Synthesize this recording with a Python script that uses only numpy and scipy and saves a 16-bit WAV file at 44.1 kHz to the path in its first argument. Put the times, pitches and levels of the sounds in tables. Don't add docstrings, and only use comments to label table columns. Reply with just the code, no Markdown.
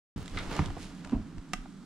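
import sys
import numpy as np
from scipy import signal
from scipy.fft import rfft, irfft, next_fast_len
from scipy.io import wavfile

SR = 44100
rng = np.random.default_rng(int(sys.argv[2]) if len(sys.argv) > 2 else 0)


def pcm_store(signal):
    levels = np.round(np.clip(np.atleast_2d(signal), -1, 1) * 32767)
    wavfile.write(sys.argv[1], SR, levels.astype(np.int16).T)


N = 81585


def amp(db):
    return 10 ** (np.asarray(db) / 20)


def unit(x):
    return x / np.sqrt(np.mean(x ** 2) + 1e-20)


def along(points, hz):
    freqs, values = np.transpose(points)
    return np.interp(np.log(hz + 1), np.log(freqs + 1), values)


def fader(rows):
    return amp(np.interp(np.arange(N) / SR, *np.transpose(rows)))


def filtered(x, response):
    size = next_fast_len(N + SR // 2)
    return irfft(rfft(x, size) * response(np.fft.rfftfreq(size, 1 / SR)), size)[..., :N]


def colour(x, spectrum, size=8192):
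    cepstrum = irfft(np.log(amp(along(spectrum, np.fft.rfftfreq(size, 1 / SR)))))
    cepstrum[1:size // 2] *= 2
    cepstrum[size // 2 + 1:] = 0
    impulse = irfft(np.exp(rfft(cepstrum)))
    return signal.fftconvolve(x, impulse[None] / np.linalg.norm(impulse), axes=1)[:, :N]


def spread(pair):
    # (frequency [Hz], correlation [0-1])
    likeness = [(60, 0.89), (300, 0.93), (1000, 0.96), (2500, 0.69), (6000, 0.55), (12000, 0.22)]
    angle = lambda hz: np.arccos(np.clip(along(likeness, hz), -1, 1)) / 2
    mid, side = filtered(pair, lambda hz: np.array([np.cos(angle(hz)), np.sin(angle(hz))]))
    return np.array([mid + side, mid - side])


def noise(spectrum):
    return unit(spread(colour(rng.standard_normal((2, N)), spectrum)))


def decay(start_s, t60, attack_s):
    t = np.maximum(np.arange(N) / SR - start_s, 0)
    return amp(-60 * t / t60) * (1 - np.exp(-t / attack_s))


def bursts(rows, spectrum, attack_s):
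    envelope = sum(amp(db) * decay(s, t60, attack_s) for s, db, t60 in rows)
    return spread(colour(envelope * rng.choice([-1., 1.], (N, 2)).T, spectrum))


def ring(modes, start_s, attack_s):
    t = np.arange(N) / SR - start_s
    return sum(amp(db) * decay(start_s, t60, attack_s) * np.sin(2 * np.pi * hz * t)
               for hz, db, t60 in modes)


def grains(spectrum, clicks_per_s=2700, spread_db=5, bed_share=0.41):
    sizes = amp(spread_db * np.minimum(rng.exponential(size=N), np.pi))
    onsets = rng.random(N) < clicks_per_s / SR
    clicks = unit(onsets * sizes * rng.choice([-1., 1.], (2, N)))
    crackle = unit(spread(colour(clicks, spectrum)))
    return np.sqrt(1 - bed_share) * crackle + np.sqrt(bed_share) * noise(spectrum)


def room_drone():
    # (frequency [Hz], level [dB])
    drone_eq = [(30, -25), (105, -27.5), (145, -4.5), (178, 1), (220, -5.5), (280, -2), (340, -12),
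                (450, -28), (750, -29), (1300, -24.5), (2500, -38.5), (8000, -41), (12500, -59),
                (15000, -65)]
    return amp(-47.5) * noise(drone_eq)


def room_reverb(x):
    # (frequency [Hz], t60 [s])
    decay_times = [(150, 0.16), (1500, 0.38), (5000, 0.25), (12000, 0.21)]
    hz, t, bands = signal.stft(rng.standard_normal((2, SR // 2)), SR, nperseg=256)
    fade = amp(-60 * t / along(decay_times, hz)[:, None])
    tail = signal.istft(bands * fade, SR, nperseg=256)[1]
    return signal.fftconvolve(x, tail / np.linalg.norm(tail[0]), axes=1)[:, :N]


def microphone_handling():
    # (time [s], level [dB])
    rumble_ride = [(.16, -30), (.21, -37), (.28, -56.5), (.37, -39), (.48, -42), (.58, -40), (.62, -35.5),
                   (.70, -36.5), (.78, -51), (1.0, -56), (1.11, -55), (1.155, -30), (1.23, -42),
                   (1.29, -56), (1.39, -42.5), (1.47, -85), (1.85, -71)]
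    flex_ride = [(.16, -59), (.30, -50), (.39, -38), (.55, -47), (.68, -30), (.79, -50), (1.0, -72),
                 (1.16, -39), (1.29, -60), (1.38, -44), (1.48, -60), (1.56, -44.5), (1.63, -46),
                 (1.70, -61), (1.85, -60)]
    # (frequency [Hz], level [dB])
    rumble_eq = [(12, -31), (28, 0), (50, -15.5), (90, -8.5), (130, -15), (250, -21.5), (450, -41),
                 (1200, -78.5)]
    flex_eq = [(10, -13), (20, -6.5), (30, 1), (45, -9.5), (65, -23.5), (150, -55), (400, -93)]
    rub_eq = [(120, -14), (300, 0), (480, -5), (620, -0.5), (750, 2.5), (850, -8.5), (950, -0.5),
              (1150, -13.5), (1500, -19.5), (3000, -23), (8000, -58), (15000, -59)]
    # (time [s], level [dB], t60 [s])
    rub_cues = [(.767, -33.5, 0.057), (1.055, -43, 0.081), (1.120, -35, 0.18), (1.378, -50.5, 0.038)]
    # (frequency [Hz], level [dB], t60 [s])
    housing_modes = [(136, -11, 0.089), (229.3, -3, 0.094), (258, 9, 0.049), (288, -26, 0.067)]
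    # (time [s], level [dB])
    bump_cues = [(1.1217, -23.5), (1.13, -17), (1.162, -27), (1.194, -30.5)]
    grip = fader(rumble_ride) * noise(rumble_eq) + fader(flex_ride) * noise(flex_eq)
    bumps = sum(amp(db) * ring(housing_modes, s, attack_s=0.0084) for s, db in bump_cues)
    return grip + bumps + bursts(rub_cues, rub_eq, attack_s=0.0034)


def finger_scrapes():
    # (time [s], level [dB], t60 [s])
    scrape_cues = [(.372, -30, 0.05), (.387, -37, 0.12)]
    # (frequency [Hz], level [dB])
    scrape_eq = [(300, -35), (900, -15), (1400, 5.5), (1800, -4), (2150, 6.5), (2700, -8), (3600, -3),
                 (6000, -21), (12000, -50)]
    return bursts(scrape_cues, scrape_eq, attack_s=0.00061)


def tub_knocks():
    # (time [s], level [dB], t60 [s])
    knock_cues = [(.5912, -19, .028), (.619, -32.5, 0.028), (.641, -38, 0.042), (.682, -39, 0.022),
                  (.702, -38, 0.031), (1.095, -42, .025), (1.657, -44, 0.028)]
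    # (frequency [Hz], level [dB])
    knock_eq = [(150, -5), (500, -16.5), (750, 1.5), (1000, 1), (1400, -9), (2200, -12), (3000, -24.5),
                (8000, -36.5), (15000, -70)]
    # (frequency [Hz], level [dB], t60 [s])
    bottom_modes = [(88.2, -0.5, 0.29), (146.4, 0, 0.13), (176, -3.5, 0.11), (274, -0.5, 0.056)]
    # (time [s], level [dB])
    thud_cues = [(0.594, -20.5), (0.6214, -31.5), (.656, -35.5), (.768, -40.5), (1.055, -47)]
    thuds = sum(amp(db) * ring(bottom_modes, s, attack_s=0.0013) for s, db in thud_cues)
    return bursts(knock_cues, knock_eq, attack_s=0.00042) + thuds


def wall_snap(start_s=1.5338, crack_db=-24.5, crack_t60_s=0.021):
    # (frequency [Hz], level [dB], t60 [s])
    wall_modes = [(202, -6, 0.085), (308, -8, 0.044), (730, -1.5, 0.045), (1238, 4, 0.031),
                  (1543, -6.5, 0.039), (2002, -5, 0.04), (2580, -28, .018), (2640, -12, .012),
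                  (2880, -14, 0.015), (3710, -10, 0.028), (4860, -8.5, 0.023), (5440, -8, 0.024),
                  (6500, -19, .018), (7830, -14, 0.016)]
    # (frequency [Hz], level [dB])
    crack_eq = [(200, -20), (600, -4.5), (1200, -9), (2700, 4.5), (4000, -5), (7800, -5), (10500, -16.5),
                (12200, -19), (14000, -34), (16000, -76)]
    crack = bursts([(start_s, crack_db, crack_t60_s)], crack_eq, attack_s=0.0001)
    return crack + amp(-27.5) * ring(wall_modes, start_s, attack_s=0.00065)


def worms(tick_t60_s=0.012):
    # (time [s], level [dB])
    dig_ride = [(.16, -51.5), (.30, -57), (.36, -43.5), (.385, -44), (.43, -44.5), (.485, -45.5),
                (.515, -37.5), (.58, -39), (.63, -43), (.70, -51), (.80, -52.5), (.95, -56.5), (1.07, -55),
                (1.25, -59.5), (1.85, -74)]
    slide_ride = [(.16, -59), (.33, -58.5), (.40, -57), (.47, -57), (.54, -58), (.63, -57), (.75, -63.5),
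                  (.82, -50.5), (.91, -61.5), (1.05, -66), (1.2, -73), (1.5, -68.5), (1.57, -65),
                  (1.85, -69.5)]
    # (time [s], level [dB])
    tick_cues = [(.2585, -40), (.279, -34), (.2965, -43), (.3095, -46), (.387, -31), (.5135, -38),
                 (.551, -37), (.5652, -30), (.6588, -33), (.7035, -42), (.868, -46), (1.047, -39),
                 (1.050, -43), (1.073, -44), (1.0958, -44), (1.110, -47), (1.119, -48), (1.3815, -44),
                 (1.8285, -54)]
    # (frequency [Hz], level [dB])
    rustle_eq = [(120, -8), (300, 6.5), (600, -1.5), (1000, -0.5), (2200, -7.5), (4000, -12.5),
                 (8000, -22.5), (11000, -30), (15500, -46)]
    hiss_eq = [(500, -25), (1500, -4), (3500, -0.5), (5500, -5.5), (8000, -8.5), (10500, -13), (13000, -26),
               (15500, -36)]
    tick_eq = [(200, -27), (700, -0.5), (1500, 1.5), (3000, 0), (5000, -5), (8500, -9.5), (12000, -33),
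               (15500, -40)]
    ticks = bursts([(s, db, tick_t60_s) for s, db in tick_cues], tick_eq, attack_s=0.00022)
    return fader(dig_ride) * grains(rustle_eq) + fader(slide_ride) * grains(hiss_eq) + ticks


def scene(left_lag_s=0.000022):
    # (frequency [Hz], left over right [dB])
    balance = [(40, -1.5), (250, -3.5), (700, -3), (1500, -1), (2800, 0.3), (5000, -5.5), (12000, -5)]
    tub = worms() + finger_scrapes() + tub_knocks() + wall_snap()
    mix = tub + amp(-12.5) * room_reverb(tub) + microphone_handling() + room_drone()
    sides = np.array([[.5], [-.5]])
    pan = lambda hz: amp(sides * along(balance, hz))
    lag = lambda hz: np.exp(-2j * np.pi * hz * sides * left_lag_s)
    return filtered(mix, lambda hz: pan(hz) * lag(hz))


def record(dry, start_s=0.161, fade_in_s=0.002, cutoff_hz=15800):
    # (start [s], end [s])
    dropouts = [(.1805, .184), (.2054, .2077), (.229, .231), (.508, .5097)]
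    t = np.arange(N) / SR
    muted = sum((t >= start) & (t < end) for start, end in dropouts)
    fade_in = np.clip((t - start_s) / fade_in_s, 0, 1)
    return filtered(dry * fade_in * (muted == 0), lambda hz: hz < cutoff_hz)


dry = scene()
out = record(dry)
pcm_store(out)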